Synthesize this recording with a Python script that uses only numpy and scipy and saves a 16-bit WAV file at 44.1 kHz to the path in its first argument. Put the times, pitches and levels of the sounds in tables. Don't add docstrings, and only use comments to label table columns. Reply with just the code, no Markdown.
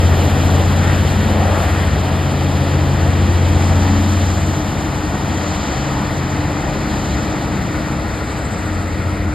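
import sys
import numpy as np
from scipy import signal
from scipy.fft import rfft, irfft, next_fast_len
from scipy.io import wavfile
from scipy.ndimage import uniform_filter1d, minimum_filter1d

SR = 44100
rng = np.random.default_rng(int(sys.argv[2]) if len(sys.argv) > 2 else 0)


def file_out(sig):
    cols = np.atleast_2d(sig).T
    lim = np.clip(cols, -1, 1)
    pcm = np.round(lim * 32767).astype(np.int16)
    wavfile.write(sys.argv[1], SR, pcm)


N = 411894

CYLINDERS_PER_BANK = 6
# (time [s], level before trim [dB])
EXHAUST_LEVEL = [(0.0, -12), (.33, -15.5), (.85, -14), (1.14, -18.5), (1.42, -16.5), (2.25, -21),
                 (3.1, -15.5), (3.5, -14.5), (4.35, -16.5), (4.7, -27.5), (5.49, -23.5), (5.74, -40),
                 (6.04, -29.5), (6.34, -23), (6.84, -33), (7.39, -35), (8.54, -36.5), (8.69, -25),
                 (9.34, -23)]
# (multiple of the engine cycle, relative level [dB],
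# share that follows the exhaust's direction [0-1])
ENGINE_TONES = [(3, -19.5, 0), (5, -14, 0.4), (7, -15, 0.7), (8, -18.5, 0), (9, -18, 1), (10, -24.5, 1),
                (11, -22, 0.5), (12, -18, 0.08), (13, -16.5, 0.34), (15, -22, 0.1)]


def diesel(cycles, side_on_db=-19.5):
    exhaust_db, = in_time(EXHAUST_LEVEL)
    firing_tone = partial(CYLINDERS_PER_BANK * cycles, waver_db=.3, smear=.04, rate=3)
    out = firing_tone * from_db(exhaust_db + .4)
    for order, level_db, beamed in ENGINE_TONES:
        tone = partial(order * cycles, waver_db=2.5, smear=.098, rate=1.4)
        direction_db = beamed * (exhaust_db - side_on_db)
        out += tone * from_db(level_db + side_on_db + direction_db)
    return out


# (time [s], level before trim [dB])
THROB_LEVEL = [(0.0, -47), (1.0, -23), (1.5, -23), (1.9, -20.5), (2.4, -34), (2.9, -40), (3.1, -25),
               (3.75, -24), (4.0, -47), (4.4, -21), (4.69, -29.5), (6.7, -30.5), (7.15, -23), (7.4, -32),
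               (9.1, -41), (9.34, -23)]
# (time [s], level before trim [dB])
HUM_LEVEL = [(0.0, -25.5), (0.9, -26), (1.55, -32.5), (2.15, -24.5), (3.1, -23.5), (3.4, -37),
             (3.65, -22.5), (4.05, -49), (4.5, -24.5), (5.0, -34.5), (5.2, -26.5), (5.5, -42), (5.79, -26),
             (6.39, -26), (6.64, -30.5), (9.34, -47)]
THIRD_DB, FOURTH_DB = -1.5, -7.5
# (time of peak [s], half length [s], rise of third harmonic [dB], rise of fourth [dB])
LOAD_GROWLS = [(.5, 0.22, 7.5, 14), (1.303, 0.17, 9.5, 7), (2.598, 0.48, -1, 10.5), (3.92, 0.33, 12, 14.5),
               (6.85, .3, 6.5, -5), (7.55, .4, 0.5, 1)]
# (multiple of the blade rate, relative level [dB], rise inside the lobe [dB], heading of the lobe [degrees])
BEAMED_HARMONICS = [(5, -11.5, 9.5, 20.5), (6, -15, 10.5, 15), (7, -14.5, 3, 22), (8, -15.5, 10, 17)]
LOBE_HALF_DEGREES = 6.6


def propellers(blades, throb_db=-1.0, hum_db=1.6):
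    throb_curve_db, = in_time(THROB_LEVEL)
    hum_curve_db, = in_time(HUM_LEVEL)
    out = partial(blades, waver_db=1.5, smear=.1, rate=2.2) * from_db(throb_curve_db + throb_db)
    out += partial(2 * blades, waver_db=1.0, smear=.16, rate=6.2) * from_db(hum_curve_db + hum_db)

    upper_db = facing(side_db=-33.5, oblique_db=-31.5, bow_db=-36.5)
    for order, level_db, growl_db in zip((3, 4), (THIRD_DB, FOURTH_DB), swells(LOAD_GROWLS)):
        tone = partial(order * blades, waver_db=.7, smear=.12, rate=2.1)
        out += tone * from_db(level_db + upper_db + growl_db)

    degrees, = in_time(HULL_HEADING)
    for order, level_db, lobe_db, lobe_degrees in BEAMED_HARMONICS:
        lobe = bell((degrees - lobe_degrees) / LOBE_HALF_DEGREES)
        tone = partial(order * blades, waver_db=1.3, smear=.06 * order, rate=2.1)
        out += tone * from_db(level_db + upper_db + lobe_db * lobe)
    return out


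# (time [s], level before tilt [dB])
BUFFET_LEVEL = [(0, -19), (1.2, -19.5), (1.55, -21.3), (2.6, -21.5), (3.4, -20.5), (4.2, -23),
                (5.55, -23.5), (6.45, -23.5), (7.6, -20.5), (8.3, -24), (9.34, -23)]
# (frequency [Hz], relative level per Hz [dB])
BUFFET_COLOUR = [(20, -28), (30, -16), (42, -8), (55, 1.5), (105, -1.5), (160, -3.5), (195, -1.5),
                 (240, -6), (320, -5), (390, -14), (700, -29.5)]
ROAR_COLOUR = [(250, -21), (400, -3), (480, -0.7), (700, 0), (880, -3), (1050, -8), (1600, -21)]
RASP_COLOUR = [(700, -13), (1000, -4), (1220, -1), (1450, -1), (1650, -3.5), (1870, -2.5), (2150, -8),
               (2450, -7.5), (2900, -16.5), (5000, -39)]


def duct_air(blades, lull_db, chop=.019, growl_chop=.012):
    buffet_db, = in_time(BUFFET_LEVEL)
    growl_db, _ = swells(LOAD_GROWLS)
    roar_db = facing(side_db=-26.5, oblique_db=-27.0, bow_db=-30.5) + lull_db
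    rasp_db = facing(side_db=-29.5, oblique_db=-29.5, bow_db=-33.0) + lull_db
    buffet_tilt_db = facing(side_db=1.0, oblique_db=1.5, bow_db=-2.5)
    roar_tilt_db = facing(side_db=-3.0, oblique_db=1.3, bow_db=-3.0)
    buffet = tilted(flow(BUFFET_COLOUR), buffet_tilt_db, pivot_hz=143) * from_db(buffet_db)
    roar = tilted(flow(ROAR_COLOUR), roar_tilt_db, pivot_hz=644) * from_db(roar_db)
    rasp = flow(RASP_COLOUR) * from_db(rasp_db)
    flutter = 1 + (chop + growl_chop * growl_db) * np.cos(2 * np.pi * blades)
    return buffet + through_ducts(roar + rasp) * flutter


# (time of peak [s], build-up [s], centre at the peak [Hz], rise of the rush [dB])
INFLOW_GUSTS = [(.5, 1, 700, 3), (0.91, 0.12, 1800, 4.5), (1.52, 0.24, 560, 6.5), (1.71, 0.34, 1750, 4),
                (2.1, 0.066, 560, 2), (2.55, 0.83, 2100, -1.5), (2.66, 0.073, 540, 1),
                (3.87, 0.15, 1150, 2), (5.9, 0.58, 1100, 0.5), (6.72, 0.12, 550, 2.5),
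                (7.35, 0.22, 900, 0.5)]
GUST_FALL = .45
# (side-on [Hz], bow-on [Hz], rise side-on [dB], rise at 45 degrees [dB], rise bow-on [dB])
DUCT_RESONANCES = [(800, 970, 2, 2, 0), (1150, 1300, 0.5, 1.5, 1), (1400, 1400, 0.5, -1, 2.5),
                   (1850, 2090, 2, 1.5, 4.5)]


def through_ducts(air, gust_octaves=.92, climb_octaves=.3, mode_octaves=.2,
                  eddy_octaves=.53, eddy_db=.76, eddy_rate=28, size=1024):
    hz, t, frames = signal.stft(air, SR, nperseg=size)
    octave = np.log2(np.maximum(hz, 1))[:, None]
    at = np.minimum(t * SR, N - 1).astype(int)
    degrees, = in_time(HULL_HEADING)
    turned = degrees[at] / 90
    colour_db = np.zeros(frames.shape[1:])

    for s, build_s, centre_hz, rise_db in INFLOW_GUSTS:
        age = (t - s) / build_s
        strength = bell(np.maximum(-age, age / GUST_FALL))
        centre_octave = np.log2(centre_hz) + climb_octaves * age
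        colour_db += rise_db * strength * bell((octave - centre_octave) / gust_octaves)

    for side_hz, bow_hz, *rise_db in DUCT_RESONANCES:
        mode_hz = side_hz + (bow_hz - side_hz) * turned
        colour_db += facing(*rise_db)[at] * bell((octave - np.log2(mode_hz)) / mode_octaves)

    for centre_hz in np.geomspace(450, 2200, 5):
        eddy = eddy_db * drift(eddy_rate)[at]
        colour_db += eddy * bell((octave - np.log2(centre_hz)) / eddy_octaves)
    return signal.istft(frames * from_db(colour_db), SR, nperseg=size)[1][:, :N]


# (time of peak [s], half length [s], rise of the air jets [dB], rise of the spray and grit [dB])
SKIRT_VENTS = [(.35, 0.74, 4.5, 2.5), (1.15, 0.29, 2, 2), (1.65, 0.14, 2.5, 3.2), (4.12, 0.6, 3.5, 2.5),
               (5.63, 0.26, 4.5, 0.2), (7.12, 0.39, 3.5, 1), (8.55, 0.43, 1.5, 0.5)]
HISS_FOLLOWS = .61
# (frequency [Hz], relative level per Hz [dB])
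HISS_COLOUR = [(1500, -20), (2400, -4), (2800, -2), (3050, 0), (3400, -1.5), (4000, -2), (5000, -5.5),
               (5600, -11), (7000, -22), (9000, -35)]
JETS_COLOUR = [(4300, -25), (5200, -7), (6100, 0), (6800, 0), (7450, -3), (8100, -13), (9000, -28)]
SPRAY_COLOUR = [(6500, -20), (7600, -5), (8200, -4), (8600, 0), (9200, 1), (10800, -3), (11800, -13),
                (13500, -30)]
GRIT_COLOUR = [(9000, -28), (10800, 8), (11600, 4.5), (13500, 3.5), (13900, 3), (15100, -5), (15700, -6)]


def skirt_air(lull_db, flutter_db=.95, flutter_rate=18.0, grain_db=.7):
    vent_db, thrown_db = swells(SKIRT_VENTS)
    puffs_db = flutter_db * drift(flutter_rate)

    hiss_db = facing(side_db=-34.5, oblique_db=-35.5, bow_db=-42.0)
    hiss_db = hiss_db + HISS_FOLLOWS * vent_db + lull_db + .5 * puffs_db
    jets_db = facing(side_db=-41.5, oblique_db=-40.0, bow_db=-47)
    jets_db = jets_db + vent_db + .5 * puffs_db + 1.0 * drift(21)
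    spray_db = facing(side_db=-46.5, oblique_db=-48.5, bow_db=-52.0)
    spray_db = spray_db + thrown_db + puffs_db + 1.3 * drift(40)
    grit_db = facing(side_db=-49, oblique_db=-51.5, bow_db=-55.5)
    grit_db = grit_db + thrown_db + .61 * puffs_db + grain_db * drift(60)

    hiss_tilt_db = facing(side_db=-2.5, oblique_db=.9, bow_db=3.5)
    spray_tilt_db = facing(side_db=-4, oblique_db=-4, bow_db=-8)
    hiss = tilted(flow(HISS_COLOUR), hiss_tilt_db, pivot_hz=3670) * from_db(hiss_db)
    jets = flow(JETS_COLOUR) * from_db(jets_db)
    spray = tilted(flow(SPRAY_COLOUR), spray_tilt_db, pivot_hz=9300) * from_db(spray_db)
    grit = flow(GRIT_COLOUR) * from_db(grit_db)
    return hiss + jets + spray + grit


# (time of strongest flap [s], half length of run [s], centre of the spray [Hz], level before unevenness [dB])
FLAP_RUNS = [(.18, .13, 11800, -42), (.46, .17, 11800, -44), (4.395, 0.097, 7300, -40),
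             (8.53, 0.41, 7800, -43.5)]
FLAP_S, SPIT_HALF_S = .072, .025
SPIT_WIDTH = 1.35


def spits(uneven_db=2.0, late_s=.005):
    t = np.arange(N) / SR + late_s * drift(3)
    out = 0
    for s, half_s, centre_hz, level_db in FLAP_RUNS:
        since_flap = (t - s + FLAP_S / 2) % FLAP_S - FLAP_S / 2
        spray = flow([(centre_hz / SPIT_WIDTH, -20), (centre_hz, 0), (centre_hz * SPIT_WIDTH, -20)])
        run = bell((t - s) / half_s)
        out = out + spray * from_db(level_db) * run * bell(since_flap / SPIT_HALF_S)
    return out * from_db(uneven_db * drift(8))


# (time [s], level common to both fans [dB])
FAN_LEVEL = [(0, -41), (1.8, -36), (3.0, -31.5), (4.3, -30), (5.4, -30.5), (6.2, -27), (7.6, -29),
             (8.2, -31.5), (9.34, -29)]
FAR_FAN_SPEED = .993


def lift_fans(vanes, near_db=-2.0, far_db=-10.0):
    fan_db, = in_time(FAN_LEVEL)
    near = partial(vanes, waver_db=.5, smear=.15, rate=2.5) * from_db(near_db)
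    far = partial(vanes * FAR_FAN_SPEED, waver_db=1.0, smear=.5, rate=1.8) * from_db(far_db)
    return (near + far) * from_db(fan_db)


# (time [s], angle from side-on, 90 being bow-on [degrees])
HULL_HEADING = [(0, 0), (2, 10), (5.4, 45), (9.34, 90)]


def facing(side_db, oblique_db, bow_db):
    degrees, = in_time(HULL_HEADING)
    parabola = np.polyfit([0, 45, 90], [side_db, oblique_db, bow_db], 2)
    return np.polyval(parabola, degrees)


# (frequency [Hz], phase by which left leads [rad], left-right likeness [0-1])
PORT_PHASE = [(60, 0, .998), (250, 0, .92), (850, 0, .92), (1070, .8, .68), (1300, .2, .72),
              (1630, 1.45, .55), (2000, .3, .82), (2500, 0, .98), (2900, 0, .999), (5100, 0, .995),
              (5350, -1.6, .75), (5540, -3.14, 1), (6630, -3.14, 1), (6840, -6.28, .999),
              (8220, -6.28, .99), (8320, -5, .67), (9000, -4.3, .72), (9480, -3.14, .993),
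              (10420, -3.14, .993), (10550, -2.25, .66), (11650, -.7, .63), (11780, 0, .999),
              (13050, 0, .999), (13150, .7, .65), (13600, 1.6, .48), (14200, 3.14, 1)]
# (frequency [Hz], left minus right [dB])
PORT_BALANCE = [(30, 1), (100, 1.8), (400, 1.8), (580, 3.2), (950, .7), (1200, 4), (1800, 4.6), (2400, 0)]


def microphones(direct, scattered):
    lead, alike = over_hz(PORT_PHASE)
    balance_db, = over_hz(PORT_BALANCE)
    alike = np.clip(alike, 0, 1)
    sides = np.array([[1], [-1]])
    shared = filtered(direct, np.sqrt((1 + alike) / 2))
    opposed = sides * filtered(scattered, np.sqrt((1 - alike) / 2))
    return filtered(shared + opposed, from_db(sides * balance_db / 2) * np.exp(.5j * sides * lead))


def partial(turns, waver_db, smear, rate):
    phase = 2 * np.pi * (turns + rng.random()) + smear * drift(rate)
    return np.sqrt(2) * np.sin(phase) * from_db(waver_db * drift(rate))


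def flow(spectrum):
    below = (spectrum[0][0] / 2, -80)
    above = (spectrum[-1][0] * 2, -80)
    colour_db, = over_hz([below] + list(spectrum) + [above])
    return rms_one(filtered(rng.standard_normal((2, N)), from_db(colour_db)))


def drift(rate):
    r = np.exp(-80 * np.pi * rate / SR)
    noise = rng.standard_normal(N // 40 + 2002)
    slow = signal.lfilter([1], [1, -2 * r, r * r], noise)[2000:]
    return np.interp(np.arange(N) / 40, np.arange(len(slow)), rms_one(slow))


def swells(events):
    t = np.arange(N) / SR
    return sum(np.outer(rise_db, bell((t - s) / half_s)) for s, half_s, *rise_db in events)


def bell(x):
    return np.exp(-x ** 2)


def tilted(x, tilt_db, pivot_hz):
    lower, = over_hz([(pivot_hz / 1.12, 1), (pivot_hz * 1.12, 0)])
    bass = filtered(x, lower)
    return bass * from_db(-tilt_db / 2) + (x - bass) * from_db(tilt_db / 2)


def filtered(x, response):
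    size = next_fast_len(N, True)
    return irfft(rfft(x, size) * response, size)[..., :N]


def in_time(rows):
    s, *columns = np.transpose(rows)
    return [np.interp(np.arange(N) / SR, s, c) for c in columns]


def over_hz(rows):
    size = next_fast_len(N, True)
    hz, *columns = np.transpose(rows)
    bins = np.maximum(np.arange(size // 2 + 1) * SR / size, 1)
    return [np.interp(np.log(bins), np.log(np.sort(hz)), c) for c in columns]


def from_db(db):
    return 10 ** (np.asarray(db) / 20)


def rms_one(x):
    return x / np.sqrt(np.mean(x ** 2) + 1e-20)


# (time [s], firing rate of one cylinder bank [Hz])
FIRING_RATE = [(0.0, 87.1), (0.25, 87.43), (0.95, 90.17), (1.1, 91.22), (1.55, 89.83), (2.0, 87.88),
               (2.25, 88.4), (3.2, 87.8), (3.55, 88.51), (3.76, 89.85), (4.1, 90.84), (6.34, 87.58),
               (6.79, 88.98), (7.34, 90.67), (9.34, 89.34)]
BLADE_HZ, BLADES_FOLLOW = 69.9, .9
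VANES_PER_FIRING = 3.42
LULL_S, LULL_HALF_S, LULL_DB = 4.77, .67, -2


def scene():
    firing_hz, = in_time(FIRING_RATE)
    firings = np.cumsum(firing_hz) / SR
    blade_hz = BLADE_HZ * (firing_hz / firing_hz.mean()) ** BLADES_FOLLOW
    blades = np.cumsum(blade_hz) / SR
    drone = diesel(firings / CYLINDERS_PER_BANK) + propellers(blades)
    drone = drone + lift_fans(VANES_PER_FIRING * firings)
    lull_db, = swells([(LULL_S, LULL_HALF_S, LULL_DB)])
    direct, scattered = duct_air(blades, lull_db) + skirt_air(lull_db) + spits()
    return microphones(direct + drone, scattered)


CUTOFF_HZ = 15750


def record(dry, size=441):
    room = np.minimum(1, .92 / (np.abs(dry).max(axis=0) + 1e-9))
    gain = uniform_filter1d(minimum_filter1d(room, size), size)
    pass_db, = over_hz([(CUTOFF_HZ, 0), (CUTOFF_HZ + 200, -90)])
    return filtered(dry * gain, from_db(pass_db))


dry = scene()
out = record(dry)
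file_out(out)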